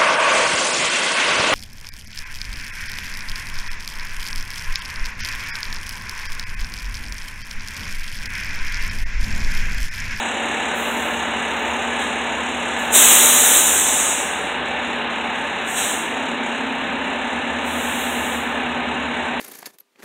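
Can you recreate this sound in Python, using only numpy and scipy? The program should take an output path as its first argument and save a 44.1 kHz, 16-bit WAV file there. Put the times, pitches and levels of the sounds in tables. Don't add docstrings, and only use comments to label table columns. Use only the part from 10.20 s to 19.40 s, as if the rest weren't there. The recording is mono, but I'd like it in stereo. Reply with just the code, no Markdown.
import sys
import numpy as np
from scipy import signal
from scipy.fft import rfft, irfft, next_fast_len
from scipy.io import wavfile
from scipy.ndimage import uniform_filter1d, map_coordinates

SR = 44100
rng = np.random.default_rng(int(sys.argv[2]) if len(sys.argv) > 2 else 0)


def inscribe(sig):
    pcm = np.round(np.clip(np.atleast_2d(sig).T, -1, 1) * 32767)
    wavfile.write(sys.argv[1], SR, pcm.astype(np.int16))


N = 405705
TIME = np.arange(N) / SR

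# time in seconds, pitch in Hz.
GEAR_PITCH = [(0.0, 231.2), (0.5, 236.3), (1.25, 233.9), (2.25, 242.8), (2.8, 237), (3.0, 238.6),
              (3.25, 245.3), (3.85, 257.6), (4.0, 258.8), (4.4, 245.7), (4.8, 238.2), (5.35, 229.6),
              (6.1, 228.8), (6.8, 230.2), (7.4, 236.5), (7.8, 237.2), (8.4, 235.9), (9.2, 236.3)]
GEAR_ORDER = 20.045
FIRING_LEAD = 0.17
CASING_HZ, CASING_WIDTH_HZ, HUM_DB = 238.5, 10.6, -34.5
# multiple of the crankshaft speed, level in dB.
EXHAUST_ORDERS = [(12, -58)]
# level on joining in dB,
# drift in dB per second.
PAIR_LEVELS = [(-35, 0), (-34, -2.4)]
PAIR_PITCHES = 1.0415, 1.156
PAIR_JOINS_S, PAIR_RISE_S = 5.65, 0.35


def truck_hums(gear, gear_hz, crank):
    resonance = 1 / (1 + ((gear_hz - CASING_HZ) / CASING_WIDTH_HZ) ** 2) ** 1.4
    hums = amp(HUM_DB) * resonance * tone(gear, waver_db=0.55)
    for order, db in EXHAUST_ORDERS:
        hums += amp(db) * tone(order * crank, waver_db=4.5)
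    since = np.maximum(TIME - PAIR_JOINS_S, 0)
    joining = np.minimum(since / PAIR_RISE_S, 1)
    for ratio, (db, drift) in zip(PAIR_PITCHES, PAIR_LEVELS):
        hums += joining * amp(db + drift * since) * tone(ratio * gear, waver_db=1.8)
    return hums


# time in seconds, level in dB, extra brightness in dB.
ROAR_LEVEL = [(0, -24, .5), (1.92, -23.5, -1.5), (2.36, -25, .5), (3, -22, -0.5), (3.6, -24.5, 0.5),
              (7.15, -25, -1.5), (7.71, -24.5, -1.5), (9.2, -24.5, -2)]
# frequency in Hz, relative dB.
ROAR_SPECTRUM = [(160, -33), (280, -7), (350, -5.5), (470, -4), (670, -3.5), (890, -1), (1130, -5.5),
                 (1900, -5.5), (2850, -6), (3050, -11), (3600, -9.5), (4000, -13.5), (5500, -23),
                 (7000, -70)]
# frequency in Hz, width in Hz, gain in dB.
BODY_PANELS = [(590, 21, 3.5), (630, 25, -1), (772, 62, 3), (889, 50, 3), (1044, 48, 2), (1230, 43, 2),
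               (1544, 47, 3.5), (1733, 87, 5), (2260, 78, 3), (2605, 33, 3.5), (2770, 46, 4), (2954, 50, 4),
               (3730, 53, 1)]


def truck_roar(firing):
    level_db, bright_db = curves(ROAR_LEVEL)
    roar = unit(beats(firing, depth=0.12, sharp=5.9) * noise(ROAR_SPECTRUM, 0.28, BODY_PANELS))
    treble = filtered(roar, lambda hz: np.clip((hz - 1800) / 1500, 0, 1))
    roar = roar + (amp(bright_db) - 1) * treble
    return amp(level_db) * street(roar)


# time in seconds, level in dB before dips and flutter.
TICK_LEVEL = [(0, -38.5), (.9, -38.5), (1.2, -39), (1.75, -38), (2.1, -40.5), (2.55, -38), (4.4, -45.5),
              (5.3, -45), (6.3, -43.5), (6.6, -49), (7.25, -45), (8.4, -48), (9.2, -47)]
# frequency in Hz, relative dB.
TICK_SPECTRUM = [(3500, -42), (4700, -3), (6370, 1), (7090, 1), (8680, -6.5), (10000, -17), (11000, -25),
                 (12000, -28), (13100, -30), (14400, -28), (15200, -37), (16500, -46)]
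# start of the return in seconds,
# depth in dB.
TREBLE_DIPS = [(1.16, -2), (1.44, -2), (4.44, -9), (4.61, -3.5), (4.89, -8), (5.13, -3.5), (6.22, -6),
               (6.82, -2), (6.99, -1), (8.66, -3), (8.93, -2), (9.17, -3)]
DIP_LEAD_S, RETURN_S, TICK_FLUTTER_DB = 0.11, 0.022, 0.86
# frequency in Hz, width in Hz, level in dB before their common fade.
STEEL_RINGS = [(8440, 60, -65), (10490, 70, -73), (11600, 90, -76), (12430, 80, -80)]
RING_DB, RING_DRIFT = 2.5, -0.9


def truck_tick(firing):
    dips_db = sum(np.interp(TIME - s, [-DIP_LEAD_S, -RETURN_S, 0, RETURN_S], [0, depth, depth, 0])
                  for s, depth in TREBLE_DIPS)
    level_db, = curves(TICK_LEVEL)
    steel = amp(level_db + dips_db + TICK_FLUTTER_DB * wobble(9)) * noise(TICK_SPECTRUM, 1.3)

    def bells(hz):
        return sum(amp(db) * np.sqrt(SR / np.sqrt(np.pi) / width) * np.exp(-2 * ((hz - centre) / width) ** 2)
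                   for centre, width, db in STEEL_RINGS)

    fade = amp(RING_DB + RING_DRIFT * TIME + dips_db + 3.5 * wobble(4))
    steel = steel + fade * filtered(rng.standard_normal(N), bells)
    return unit(beats(firing, depth=0.36, sharp=5.6)) * steel


def truck():
    gear_hz, = curves(GEAR_PITCH)
    gear = np.cumsum(gear_hz) / SR
    crank = gear / GEAR_ORDER
    firing = 3 * crank + FIRING_LEAD
    return truck_hums(gear, gear_hz, crank) + truck_roar(firing) + truck_tick(firing)


# opening in seconds, rise in seconds, time held open in seconds,
# jet level in dB at the end of the rise, drift while open in dB per second,
# initial fall after closing in dB per second, thin top level in dB, chest level in dB.
AIR_RELEASES = [(.535, 0.028, 0.28, -41.5, -8, -45, -43, -54), (1.785, 0.015, .04, -36, -40, -80, -55, -31),
                (2.577, 0.011, 0.081, -43, -10, -200, -48, -47),
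                (2.712, .05, 0.6, -10.5, -6.5, -22, -15.5, -16.5),
                (3.3, 0.29, 0.26, -19, -1.5, -40, -33, -28.5), (5.44, 0.058, 0.11, -33, 30, -200, -42, -48),
                (5.54, 0.045, 0.13, -23.5, -19, -84, -34.5, -26.5),
                (7.42, 0.063, 0.23, -39.5, 22, -25, -45, -38), (7.7, .1, .36, -37, -4, -77, -42, -37)]
THIN_SLOPE, CHEST_SLOPE = 1.21, 1.1
# frequency in Hz, relative dB.
JET_SPECTRUM = [(3800, -40), (4700, 2), (5800, 2), (6800, 2), (7500, 2.5), (8500, 2), (9500, -5),
                (10800, -20), (14000, -33), (22000, -120)]
# frequency in Hz, relative dB.
THIN_SPECTRUM = [(6000, -19), (10200, 4), (11900, -2), (14500, 5), (15000, -2), (15800, -0.5)]
# frequency in Hz, relative dB.
CHEST_SPECTRUM = [(160, -38), (280, -7.5), (450, -3), (600, -1.5), (720, -6), (900, -3), (1400, -0.5),
                  (2400, -2.5), (3000, 1.5), (3800, 3.5), (4700, -4), (5500, -38)]
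# frequency in Hz, width in Hz, gain in dB.
PORT_RESONANCE = [(597, 51, 4)]
# start in seconds, rise in seconds,
# hold in seconds (negative: the fall cuts in early), level in dB, drift (with a negative hold, a fixed
# offset), initial fall in dB per second.
SIZZLE = (1.2, 0.6, -0.4, -52, -14, -70)
# frequency in Hz, relative dB.
SIZZLE_SPECTRUM = [(12500, -40), (13500, -10), (13900, 0), (14300, -4), (14900, -1), (15700, -10)]


def vents():
    jet_air = noise(JET_SPECTRUM, 1.0)
    thin_air = noise(THIN_SPECTRUM, 0.95)
    chest_air = noise(CHEST_SPECTRUM, 1.0, PORT_RESONANCE)
    bands = np.array([jet_air, thin_air, chest_air])
    slopes = np.array([[1], [THIN_SLOPE], [CHEST_SLOPE]])
    power = np.zeros((3, N))
    for s, rise, held, jet, drift, fall, thin, chest in AIR_RELEASES:
        levels_db = np.array([[jet], [thin], [chest]])
        power += amp(levels_db + slopes * valve(s, rise, held, drift, fall)) ** 2
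    air = np.sum(np.sqrt(power) * bands, axis=0)
    s, rise, held, db, drift, fall = SIZZLE
    air += amp(db + valve(s, rise, held, drift, fall)) * noise(SIZZLE_SPECTRUM, 0.8)
    turbulence = amp(0.48 * wobble(25))
    return air * turbulence


RISE_FROM_DB, FALL_QUICKENS = -24, 1.1


def valve(opens, rise, held, drift, fall):
    t = TIME - opens - rise
    after = np.maximum(t - held, 0)
    rising = RISE_FROM_DB * np.minimum(t / rise, 0) ** 2
    falling = fall * after * (1 + FALL_QUICKENS * after)
    return rising + drift * np.clip(t, 0, held) + falling


# start in seconds, starting level in dB before the
VALVE_CLICKS = [(1.797, -43)]


def clicks():
    out = np.zeros(N)
    t = np.arange(SR // 50) / SR
    for s, db in VALVE_CLICKS:
        out[round(s * SR):][:len(t)] += amp(db - 60 * t / 0.03) * rng.standard_normal(len(t))
    return filtered(out, lambda hz: np.clip((hz - 5500) / 4000, 0, 1))


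# time in seconds, main throb in dB, upper throb in dB.
STEADY_LEVEL = [(0, -54, -55), (1, -48.5, -55), (2.4, -50, -55), (2.8, -53.5, -54), (3.6, -46, -62),
                (4, -57, -61), (4.4, -49, -57), (5.2, -54.5, -66), (6.4, -57, -61), (6.8, -51.5, -63),
                (7.5, -56, -48), (8, -48.5, -49), (9.2, -52, -49)]
STEADY_CYCLE_HZ = 5.846
# multiple of the cycle, dB relative to the throb.
MAIN_ORDERS = [(9, -14), (12, 1), (18, -12), (37, 1.5)]
# multiple of the cycle, dB relative to the throb.
UPPER_ORDERS = [(13, -2), (14, -1.5)]
# frequency in Hz, relative dB.
RUMBLE_SPECTRUM = [(25, -46), (45, -41), (60, -28), (95, -17), (122, -36), (150, -16.5), (200, -10),
                   (280, -6), (330, -38), (400, -67)]


def neighbour():
    main_db, upper_db = curves(STEADY_LEVEL)
    cycle = STEADY_CYCLE_HZ * TIME
    main = sum(amp(db) * tone(k * cycle, waver_db=0.3) for k, db in MAIN_ORDERS)
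    upper = sum(amp(db) * tone(k * cycle, waver_db=3.5) for k, db in UPPER_ORDERS)
    pattern = rng.standard_normal(round(SR / STEADY_CYCLE_HZ))
    place = (cycle + 0.00059 * wobble(1.522)) % 1
    knocks = map_coordinates(pattern, [place * len(pattern)], mode="wrap")
    clatter = amp(-33.5) * coloured(knocks, ROAR_SPECTRUM, BODY_PANELS)
    rumble = amp(-39.5) * noise(RUMBLE_SPECTRUM, 0.85)
    return clatter + amp(main_db) * main + amp(upper_db) * upper + rumble


# start in seconds, length in seconds, starting pitch in Hz,
# glide in Hz per second, peak level in dB.
LOW_NOTES = [(3.2, .95, 271, 9, -46), (5.1, 2.2, 172, .3, -53), (7, 1.05, 75, 6.5, -48),
             (7.6, 2, 147.5, 2.2, -50)]


def drones():
    out = np.zeros(N)
    for s, length, hz, glide, db in LOW_NOTES:
        t = np.clip(TIME - s, 0, length)
        arch = np.sqrt(np.abs(np.sin(np.pi * t / length)))
        out += arch * amp(db) * tone(np.cumsum(hz + glide * t) / SR, waver_db=0.0)
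    return out


def street(x):
    echoes = np.zeros(SR // 10)
    lag, size = rng.random((2, 40))
    echoes[(lag * len(echoes)).astype(int)] = amp(-21 - 8.4 * lag) * np.sign(size - 0.5)
    echoes[0] = 1
    return signal.fftconvolve(x, echoes / np.linalg.norm(echoes))[:N]


def tone(turns, waver_db):
    return np.sqrt(2) * amp(waver_db * wobble(6)) * np.sin(2 * np.pi * (turns + rng.random()))


def beats(turns, depth, sharp):
    whole, part = np.divmod(turns, 1)
    strengths = amp(0.84 * rng.standard_normal(int(whole.max()) + 1))
    swell = unit(part * np.exp(-sharp * part))
    return 1 - depth + depth * strengths[whole.astype(int)] * swell


def noise(points, patchy_db=0, peaks=()):
    z = signal.stft(rng.standard_normal(N), nperseg=512)[2]
    field = uniform_filter1d(rng.standard_normal(z.shape), size=6, axis=0)
    field = uniform_filter1d(field, size=10, axis=1)
    patchy = signal.istft(z * amp(patchy_db * unit(field)), nperseg=512)[1][:N]
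    return coloured(patchy, points, peaks)


def coloured(x, points, peaks=()):
    f, db = np.transpose(points)

    def response(hz):
        lift = sum(gain / (1 + (2 * (hz - centre) / width) ** 2) for centre, width, gain in peaks)
        return amp(np.interp(np.log(hz + 1), np.log(f), db) + lift)

    return unit(filtered(x, response))


def filtered(x, response):
    m = next_fast_len(N + SR // 2)
    return irfft(rfft(x, m) * response(np.fft.rfftfreq(m, 1 / SR)), m)[..., :N]


def wobble(rate):
    return map_coordinates(rng.standard_normal(int(N * rate / SR) + 4), [TIME * rate])


def curves(rows):
    s, *cols = np.transpose(rows)
    return [np.interp(TIME, s, c) for c in cols]


def amp(db):
    return np.exp(np.asarray(db) * np.log(10) / 20)


def unit(x):
    return x / np.sqrt(np.mean(x ** 2) + 1e-20)


def scene():
    air = street(vents() + clicks())
    return np.tile(truck() + air + neighbour() + drones(), (2, 1))


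# frequency in Hz, gain in dB.
MICROPHONE_RESPONSE = [(4020, 0), (4070, -7), (4270, -12), (4330, -22), (4450, -53), (4750, -45),
                       (5050, -29), (5300, -22), (5760, -9.5), (6400, -1.5), (6800, 1.5)]
TOP_HZ = 15790


def record(dry):
    f, db = np.transpose(MICROPHONE_RESPONSE)
    heard = filtered(dry[0], lambda hz: amp(np.interp(hz, f, db)))
    clipped = np.clip(heard, -0.9, 0.9)
    edge = lambda hz: np.sin(np.pi / 2 * np.clip((TOP_HZ - hz) / 160 + 0.5, 0, 1)) ** 2
    return np.tile(filtered(clipped, edge), (2, 1))


dry = scene()
out = record(dry)
inscribe(out)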